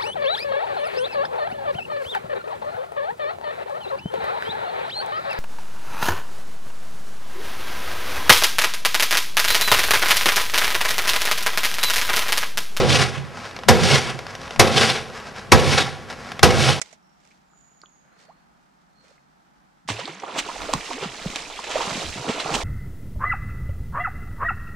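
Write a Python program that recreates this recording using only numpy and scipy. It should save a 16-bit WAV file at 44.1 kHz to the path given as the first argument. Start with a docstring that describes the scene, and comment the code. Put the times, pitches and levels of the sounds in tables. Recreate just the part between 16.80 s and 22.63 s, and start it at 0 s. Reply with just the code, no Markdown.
"""A quiet river bank: steady river noise; tackle clicks and rustles, a bird whistles thinly (gliding sines),
the water swirls (filtered noise) and plops (short ringing tones).
At 3.08 s a hooked fish breaks the surface and thrashes: tail slaps are noise bursts, air gulps and groans
as gliding tones, bubbles churn and spray patters as clouds of damped resonances.
Puffs of low noise buffet the microphone; short echoes come from the bank."""
import sys
import numpy as np
from scipy import signal
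from scipy.fft import rfft, irfft, next_fast_len
from scipy.io import wavfile
from scipy.ndimage import uniform_filter1d

SR = 44100
rng = np.random.default_rng(int(sys.argv[2]) if len(sys.argv) > 2 else 0)


def pcm_store(signal):
    """Save signal as 16-bit PCM."""
    levels = np.round(np.clip(np.atleast_2d(signal), -1, 1) * 32767)
    wavfile.write(sys.argv[1], SR, levels.astype(np.int16).T)


N = 257314
TIME = np.arange(N) / SR
PADDED = next_fast_len(N, real=True)
BINS_HZ = np.maximum(np.arange(PADDED // 2 + 1) * SR / PADDED, 1)
SURFACE_S, LEAP_S = 3.076, 3.56   # fish breaks the surface and rolls; then leaps


def from_db(db):
    """Decibels to gain."""
    return 10 ** (np.asarray(db) / 20)


def rms_one(x):
    """Scale to unit power."""
    return x / np.sqrt(np.mean(x ** 2) + 1e-20)


def in_time(rows):
    """One curve per column, joined by straight lines."""
    s, *columns = np.transpose(rows)
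    return [np.interp(TIME, s, c) for c in columns]


def at_hz(points, hz):
    """Read a table on a log-frequency axis."""
    f, value = np.transpose(points)
    return np.interp(np.log(hz), np.log(f), value)


def cut(x, hz, kind, order=2):
    """Butterworth filter."""
    edges_hz = np.clip(hz, 10, .45 * SR)
    return signal.sosfilt(signal.butter(order, edges_hz, kind, fs=SR, output="sos"), x + 1e-18)


def drift(rate_hz):
    """Slow random curve of spread 1: noise through a double pole, drawn every 40 samples."""
    step = 40
    pole = np.exp(-2 * np.pi * rate_hz * step / SR)
    white = rng.standard_normal(N // step + 2002)
    slow = signal.lfilter([1], [1, -2 * pole, pole ** 2], white)[2000:]   # drop the settling
    return np.interp(np.arange(N) / step, np.arange(len(slow)), rms_one(slow))


def pan(left_minus_right_db):
    """Channel gains for a left minus right level."""
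    return from_db(np.array([[.5], [-.5]]) * left_minus_right_db)


def noise(colour, likeness):
    """Stereo noise with a given spectrum and left-right likeness (-1..1)."""
    mid, side = rfft(rng.standard_normal((2, PADDED)))
    c = np.clip(likeness, -1, 1)
    both = np.sqrt(1 + c) * mid + np.sqrt(1 - c) * side * [[1], [-1]]
    return rms_one(irfft(both * from_db(at_hz(colour, BINS_HZ)), PADDED)[:, :N])


def burst(t, swell_s, decay_s):
    """Exponential envelope that swells up to t = 0 and dies away."""
    return np.exp(-np.minimum(np.maximum(-t / swell_s, t / decay_s), 40))


def surges(rows, bed_db=-120, lag_s=0):
    """Gain of rounded swells (t/s, level/dB, length/s) over a bed; their powers add."""
    rise_share = 0.64   # rise time over fall time
    power = from_db(bed_db) ** 2
    for s, db, length_s in rows:
        age = (TIME - s - lag_s) / length_s
        age = np.where(age < 0, age / rise_share, age)
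        power = power + from_db(db) ** 2 * np.exp(-2 * np.minimum(age ** 2, 20))
    return np.sqrt(power)


def glide(track, waver, flutter_db, rate_hz):
    """A sine along a (t/s, f/Hz, level/dB) track, wavering in pitch and level."""
    hz, db = in_time(track)
    inside = (TIME > track[0][0]) & (TIME < track[-1][0])
    gate = uniform_filter1d(1. * inside, size=300)
    phase = 2 * np.pi * np.cumsum(hz * (1 + waver * drift(rate_hz))) / SR
    gain = from_db(db + flutter_db * drift(rate_hz))
    return np.sqrt(2) * gate * gain * np.sin(phase)


# river spectrum: f/Hz, density/(dB per Hz)
RIVER_COLOUR = [(15, -28), (25, -12.5), (59, -4.5), (116, -21.5), (136, -1), (188, 2), (221, -2.5),
                (399, -11.5), (482, -14.5), (684, -6.5), (804, -3.5), (1080, -9.5), (1300, -6.5),
                (2630, -22.5), (15500, -38.5)]
# left-right likeness of the far river: f/Hz, likeness/(-1..1)
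RIVER_LIKENESS = [(60, 0.54), (130, 0.093), (290, 0.12), (640, -0.48), (1400, -0.34), (3100, .2),
                  (7000, -0.24)]


def river():
    """Far flowing water: wide coloured noise, nearly steady in level."""
    level_db = -59.5 + .5 * drift(2.0)
    return from_db(level_db) * noise(RIVER_COLOUR, at_hz(RIVER_LIKENESS, BINS_HZ)) * pan(-0.984)


# rumble of air on the microphone: f/Hz, density/(dB per Hz)
WIND_COLOUR = [(20, 6), (45, 6.5), (70, -3), (130, -32.5)]
# puffs of air during the fight: t/s, level/dB
PUFFS = [(3.125, -57), (3.82, -45), (3.94, -40.5), (4.465, -44), (4.72, -52), (4.98, -45), (5.15, -46),
         (5.28, -43), (5.76, -37)]


def wind():
    """Air buffets the microphone as low noise: short puffs, over a bed once the fish has leapt."""
    puff_s, breeze_db = 0.065, -54
    bed_db = np.where(TIME > LEAP_S, breeze_db, -120)
    puffs = surges([(s, db, puff_s) for s, db in PUFFS], bed_db)
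    return puffs * noise(WIND_COLOUR, 0.23) * pan(-2.5)


# thin whistles, one track each: t/s, f/Hz, relative level/dB
BIRD = [
    [(.19, 5470, -77), (.3, 5540, -84), (.39, 5520, -86)],
    [(.65, 7330, -81), (.70, 7030, -70), (.80, 6900, -67), (1.05, 6780, -69.5), (1.16, 6600, -65.5),
     (1.21, 6630, -78), (1.36, 6680, -86)],
    [(1.31, 4040, -71), (1.37, 4450, -76), (1.44, 4450, -72), (1.50, 4120, -84), (1.59, 4430, -86)],
    [(2.10, 4260, -83), (2.19, 4330, -73), (2.25, 4340, -77)],
]


def bird():
    """Thin whistles: single sines that glide and flutter."""
    whistles = sum(glide(track, waver=0.0083, flutter_db=6.5, rate_hz=113) for track in BIRD)
    return from_db(-9.0) * whistles * pan(-8.0)


# swirl spectrum: f/Hz, density/(dB per Hz)
SWIRL_COLOUR = [(200, -18), (400, -4.5), (560, -2), (900, -11), (1350, -1.5), (2200, -9), (5000, -38)]
# soft swirls before the strike: t/s, level/dB, length/s
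SWIRLS = [(1.36, -61, 0.23), (2.26, -61, 0.094)]


def swirls():
    """Turning water: coloured noise in rounded swells with a fluttering level."""
    return surges(SWIRLS) * from_db(2 * drift(42)) * noise(SWIRL_COLOUR, 0.31) * pan(-1.3)


# dry ticks of tackle and falling drops: t/s, level/dB, decay/s
CLICKS = [(0.0158, -19.5, 0.0048), (0.128, -46.5, 0.008), (0.403, -66, 0.0027), (0.452, -52, 0.0018),
          (0.475, -54, 0.001), (1.0157, -51, 0.0023)]
# click spectrum: f/Hz, density/(dB per Hz)
CLICK_COLOUR = [(80, -47.5), (150, -31), (360, -7), (520, -5), (720, 6), (950, -13.5), (1400, 0.5),
                (1850, -2), (2050, 13.5), (2250, 8.5), (2550, -2), (4400, -2.5), (5300, 4), (6400, 6.5),
                (7600, 3), (9000, -5), (11000, -20), (15000, -34)]
# rod twitches, each a soft rustle: t/s, level/dB, length/s
TWITCHES = [(.055, -52, 0.077), (.47, -62, 0.12), (1.41, -58, 0.049), (2.275, -61.5, 0.08)]
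# rustle spectrum: f/Hz, density/(dB per Hz)
RUSTLE_COLOUR = [(240, -24), (400, -8.5), (854, -4.5), (1290, -13), (2150, -6.5), (2830, -9), (5430, -9),
                 (7810, -14), (15000, -43)]


def tackle():
    """Close on the right: clicks are abrupt noise bursts, rod twitches are rustling noise swells."""
    handling_db = -73   # faint rustle between twitches
    click_gain = sum(from_db(db) * burst(TIME - s, 0.000128, decay_s) for s, db, decay_s in CLICKS)
    clicks = click_gain * noise(CLICK_COLOUR, 0.17)
    rustle_gain = surges(TWITCHES, handling_db) * from_db(2.3 * drift(110))
    rustle = rustle_gain * noise(RUSTLE_COLOUR, 0.33)
    return clicks * pan(-12.5) + rustle * pan(-3.5)


# air cavities opening and closing, one track each: t/s, f/Hz, level/dB
CAVITIES = [
    [(1.485, 528, -56), (1.5, 783, -45.5), (1.522, 1270, -62)],
    [(3.105, 130.2, -29), (3.116, 96, -33), (3.14, 117, -38), (3.18, 103, -47), (3.22, 133, -53),
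     (3.252, 240, -40), (3.272, 433, -46), (3.29, 366, -55)],
    [(3.29, 141.9, -44), (3.33, 162, -52), (3.38, 187, -51), (3.41, 258, -61)],
    [(3.79, 70, -52), (3.825, 79, -48), (3.86, 75, -54)],
    [(4.105, 403, -32), (4.125, 270, -46), (4.15, 247, -38), (4.175, 320, -47), (4.19, 470, -33)],
    [(4.26, 169.6, -47), (4.29, 124, -45), (4.33, 114, -54)],
    [(5.245, 92, -38), (5.27, 77.5, -40), (5.29, 89, -36.5), (5.34, 69, -48)],
    [(5.37, 84.3, -54), (5.40, 117, -34.5), (5.42, 140, -38)],
]


def cavities():
    """Air cavities groan or chirp: the pitch glides as they open and close."""
    return sum(glide(track, waver=.05, flutter_db=1.5, rate_hz=50) for track in CAVITIES)


# loudest single bubbles and drips: t/s, f/Hz, peak level/dB, time to peak/s
GULPS = [(.128, 625, -45, 0.0019), (.508, 2180, -54, 0.005), (.734, 1150, -53, 0.0013),
         (1.0163, 4460, -41.5, 0.00075), (1.0348, 1166, -38.5, 0.0017), (1.0345, 447, -47.5, 0.0009),
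         (1.0585, 3440, -43, 0.00072), (2.238, 590, -55, 0.0052), (2.309, 576, -51, .003),
         (2.379, 2080, -54, 0.0018), (3.05, 196, -47, 0.0093), (3.0885, 885, -18, 0.00071),
         (3.100, 238, -26.5, 0.0032), (3.191, 577, -26.5, .0025), (3.210, 954, -32, 0.004),
         (3.255, 3570, -23, 0.00088), (3.274, 767, -31, 0.0036), (3.292, 398, -33.5, 0.0041),
         (3.3995, 5800, -35.5, 0.001), (3.433, 724, -28, 0.0023), (3.532, 224, -42.5, 0.011),
         (3.5625, 650, -20, 0.0011), (3.688, 893, -22.5, 0.0023), (3.698, 950, -26, 0.0024),
         (3.758, 740, -29.5, 0.0041), (3.89, 558, -20.5, .003), (3.9362, 960, -9.5, 0.00073),
         (3.938, 261, -24, 0.0039), (4.11, 882, -23.5, 0.0025), (4.227, 442, -22.5, 0.0038),
         (4.256, 226.5, -26, 0.0051), (4.457, 590, -22, 0.0007), (4.460, 205, -18, 0.0038),
         (4.791, 986, -21, 0.001), (4.841, 620, -30.5, 0.0018), (4.956, 620, -13.5, 0.0031),
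         (5.003, 980, -23.5, 0.006), (5.443, 720, -26, 0.0024), (5.481, 296, -21.5, 0.004),
         (5.496, 400, -20.5, 0.0027), (5.601, 4020, -23, 0.0026), (5.659, 740, -24, 0.002),
         (5.703, 705, -24, 0.003), (5.706, 183, -28, 0.011)]
# small bubbles rise in pitch, large pockets sink: f/Hz, glide/octaves
GULP_GLIDE = [(200, -0.63), (450, -0.11), (700, 0.089)]


def gulps():
    """Trapped air rings as a short tone that glides while the bubble changes shape and depth."""
    roughness = 0.115   # rms share of pitch
    out, t = np.zeros(N), np.arange(SR // 8) / SR
    for s, hz, db, peak_s in GULPS:
        age = t / peak_s
        wobble = rms_one(cut(rng.standard_normal(len(t)), hz / 4, "low"))
        bend = 2 ** (at_hz(GULP_GLIDE, hz) * np.tanh(age / 4))
        pitch_hz = hz * bend * (1 + roughness * wobble)
        envelope = age * np.exp(1 - age)
        tone = from_db(db) * envelope * np.sin(2 * np.pi * np.cumsum(pitch_hz) / SR)
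        i = int(s * SR)
        out[i:i + len(t)] += tone[:N - i]
    return out


# stereo width of slaps and bubbles: f/Hz, spread/(0..1)
SPREAD = [(100, 0.38), (330, 0.061), (700, 0.23), (1400, 0.51), (3100, 0.052), (7000, 0.49), (14000, 0.28)]
# slap spectrum: f/Hz, density/(dB per Hz)
SLAP_COLOUR = [(150, -29), (500, -6), (1000, 2), (1600, -2), (2700, 4.5), (5000, -2.5), (7800, -4),
               (11000, -23.5), (15000, -27)]
# water sheets hit by tail and body: t/s, level/dB, swell/s, decay/s
SLAPS = [(3.089, -25.5, .00065, 0.0033), (3.104, -25.5, .0099, 0.0068), (3.196, -30.5, 0.0041, .021),
         (3.2763, -33, .001, 0.0061), (3.565, -36, 0.031, .0048), (3.592, -18, 0.0099, 0.0079),
         (3.819, -31, 0.0021, 0.005), (3.9322, -22, 0.00051, 0.0013), (3.937, -12.5, 0.00069, 0.0018),
         (4.133, -26.5, .001, 0.0019), (4.237, -30, 0.019, 0.023), (4.5596, -17.5, 0.00046, 0.0013),
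         (4.566, -26, .0012, .0017), (4.843, -28.5, 0.0032, 0.0065), (4.915, -29, .0086, 0.012),
         (4.959, -31, 0.037, 0.036), (5.017, -29.5, 0.0072, 0.029), (5.487, -28, 0.0034, 0.052),
         (5.601, -28.5, 0.006, 0.017), (5.712, -35, .0073, 0.019), (5.742, -24, 0.00044, 0.0021),
         (5.753, -19.5, 0.0095, 0.0063)]


def slaps():
    """A sheet of water tears into a dense crackle of noise; harder blows are brighter."""
    bright_hz, usual_db, db_per_octave = 3970, -29, 5.5   # low-pass corner at the usual level
    out = np.zeros((2, N))
    crackle = noise(SLAP_COLOUR, np.cos(np.pi * at_hz(SPREAD, BINS_HZ) / 2))
    for s, db, swell_s, decay_s in SLAPS:
        corner_hz = bright_hz * 2 ** ((db - usual_db) / db_per_octave)
        span = slice(int((s - .1) * SR), int((s + .2) * SR))
        sheet = rms_one(cut(crackle[:, span], corner_hz, "low", order=1))
        out[:, span] += from_db(db) * burst(TIME[span] - s, swell_s, decay_s) * sheet
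    return out * (TIME > SURFACE_S)


# colour of the bubbling water: f/Hz, density/(dB per Hz)
WATER = [(41, -36), (70, -6), (108, -30), (161, 0), (278, 3.5), (333, -12.5), (427, -1.5), (572, -4.5),
         (1010, -4.5), (1620, -6), (2220, 0), (3490, -4), (7350, -12), (13500, -34), (15500, -50)]


def grains(low_hz, high_hz, per_s, cycles, size_db, clump_db, count):
    """Bubbles of many sizes born at random and in clumps; each rings from its own place.

    per_s: births before clumping, all bands; cycles: ring length to -60 dB; count: pitch bands.
    """
    first = int(SURFACE_S * SR)
    out = np.zeros((2, N - first))
    birth_chance = per_s / count / SR * from_db(clump_db * drift(35)[first:])
    for hz in np.geomspace(low_hz, high_hz, count):
        at = np.flatnonzero(rng.random(N - first) < birth_chance)
        size, side, sign = rng.random((3, len(at)))
        height = from_db(size_db * np.minimum(-np.log(size), 4)) * np.sign(sign - .5)
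        turn = (side - .5) * np.pi * at_hz(SPREAD, hz)   # path difference as a phase angle
        births = np.full(out.shape, 1e-18, complex)
        births[:, at] = height * np.exp(1j * turn * np.array([[1], [-1]]))
        pole = from_db(-60 * hz / (cycles * SR)) * np.exp(2j * np.pi * hz / SR)
        rings = signal.lfilter([1], [1, -pole], births).imag
        rings = cut(rings, [hz / 2, hz * np.sqrt(2)], "band", order=1)
        out += rms_one(rings) * from_db(at_hz(WATER, hz)) * np.sqrt(hz)   # bandwidth grows with pitch
    return np.pad(rms_one(out), [(0, 0), (first, 0)])


# how hard the fish churns, which drives the spray: t/s, effort/dB
EFFORT = [(3.08, -29.5), (3.11, -30.5), (3.16, -37), (3.3, -39), (3.39, -43.5), (3.52, -39.5),
          (3.62, -37.5), (3.8, -36.5), (4.1, -35.5), (4.31, -38.5), (4.55, -34.5), (4.67, -37.5),
          (4.82, -38), (4.98, -33), (5.17, -31), (5.42, -36.5), (5.66, -34.5), (5.79, -32.5)]
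# body strokes that drag air under: t/s, bubble level/dB, large pocket level/dB, length/s
STROKES = [(3.106, -32, -50, 0.01), (3.2, -46, -44, 0.017), (3.283, -34.5, -46, 0.016),
           (3.435, -31, -41.5, 0.014), (3.481, -34, -69, 0.034), (3.563, -34, -43, 0.051),
           (3.678, -37, -67, 0.062), (3.848, -34.5, -53, 0.1), (3.94, -36, -31, 0.034),
           (4.101, -35.5, -51, 0.024), (4.228, -33, -40.5, 0.032), (4.496, -69, -37, 0.018),
           (4.53, -42, -44, 0.025), (4.882, -35, -67, 0.025), (4.993, -28.5, -48, 0.08),
           (5.095, -32, -36.5, 0.069), (5.215, -35.5, -41, 0.07), (5.385, -37, -40.5, 0.06),
           (5.477, -28.5, -30.5, 0.037), (5.587, -32.5, -45, 0.13), (5.733, -29.5, -33.5, 0.11)]


def churn():
    """Strokes set bubbles popping and large pockets burbling; spray and ringing drops follow the effort."""
    usual_db = -36   # ordinary effort
    pocket_bed_db, pocket_follows = -54, 1.6   # between strokes at ordinary effort; dB per dB of effort
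    bubble_bed_db, bubble_follows = -42.5, 0.64
    effort_db, = in_time(EFFORT)
    extra_db = effort_db - usual_db
    s, bubble_db, pocket_db, length_s = np.transpose(STROKES)
    pocket_bed = pocket_bed_db + pocket_follows * extra_db
    pocket_gain = surges(zip(s, pocket_db, length_s), pocket_bed, lag_s=0.0081)   # close after the bubbles
    bubble_bed = bubble_bed_db + bubble_follows * extra_db
    bubble_gain = surges(zip(s, bubble_db, length_s), bubble_bed)

    pockets = grains(109, 289, per_s=280, cycles=12, size_db=6, clump_db=4, count=6)
    bubbles = grains(302, 1352, per_s=1000, cycles=14.1, size_db=0.5, clump_db=2, count=16)
    coarse = grains(1500, 4300, per_s=2200, cycles=17, size_db=3.7, clump_db=2.5, count=12)
    mist = grains(5020, 11900, per_s=6500, cycles=2.4, size_db=0, clump_db=2, count=9)
    drops = grains(1500, 8000, per_s=260, cycles=50, size_db=3, clump_db=2, count=30)

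    mist_db = -3 + 0.44 * extra_db - 3 * (TIME < LEAP_S)   # less mist while only rolling
    spray = from_db(-2) * coarse + from_db(mist_db) * mist + from_db(-7) * drops
    patter = from_db(effort_db - 2.5) * cut(spray, 8950, "low", order=3)
    breach = np.clip((TIME - SURFACE_S) / 0.016, 0, 1)   # build-up as the surface breaks
    under = pocket_gain * pockets + bubble_gain * bubbles
    return breach ** 3 * under + np.sqrt(breach) * patter


def ground_bounce(x, lag_s, share):
    """A second path off the near shore arrives just after the direct one and combs the spectrum."""
    late = np.array([np.interp(TIME - lag_s, TIME, channel) for channel in x])
    return (x + share * late) / np.sqrt(1 + share ** 2)


# splashes between the ears: f/Hz, left minus right/dB
BALANCE = [(110, -1), (380, -.5), (700, -5.5), (1290, -3.5), (2380, -2), (4400, -3.8), (8120, -5),
           (13000, 1)]


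def mostly_right(x):
    """Splashes lean to the right over most of the range, by an amount that depends on pitch."""
    return irfft(rfft(x, PADDED) * pan(at_hz(BALANCE, BINS_HZ)), PADDED)[:, :N]


def bank(x, t60_s, dull_hz):
    """Branches and the far bank scatter a short dull tail, different at each ear."""
    t = np.arange(SR // 2) / SR
    scatter = cut(rng.standard_normal((2, len(t))), dull_hz, "low", order=1)
    scatter = scatter * from_db(-60 * t / t60_s) * (t > .004)
    scatter = scatter / np.sqrt(np.sum(scatter ** 2) / 2)
    return signal.fftconvolve(cut(x, 550, "high"), scatter, axes=1)[:, :N]


def scene():
    """The fish and the tackle over the quiet river."""
    whistles = bird()
    splashes = ground_bounce(churn() + slaps() + gulps(), lag_s=.00295, share=0.058)
    water = mostly_right(splashes + cavities())
    water_echo = from_db(-14.5) * bank(water, t60_s=0.096, dull_hz=5000)
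    bird_echo = from_db(5.0) * bank(whistles, t60_s=0.63, dull_hz=8000)
    return river() + wind() + whistles + swirls() + tackle() + water + water_echo + bird_echo


def record(dry):
    """Steep low-pass: 70 dB down from 16.2 kHz."""
    return signal.sosfilt(signal.cheby2(16, 70, 16200, fs=SR, output="sos"), dry)


dry = scene()
out = record(dry)
pcm_store(out)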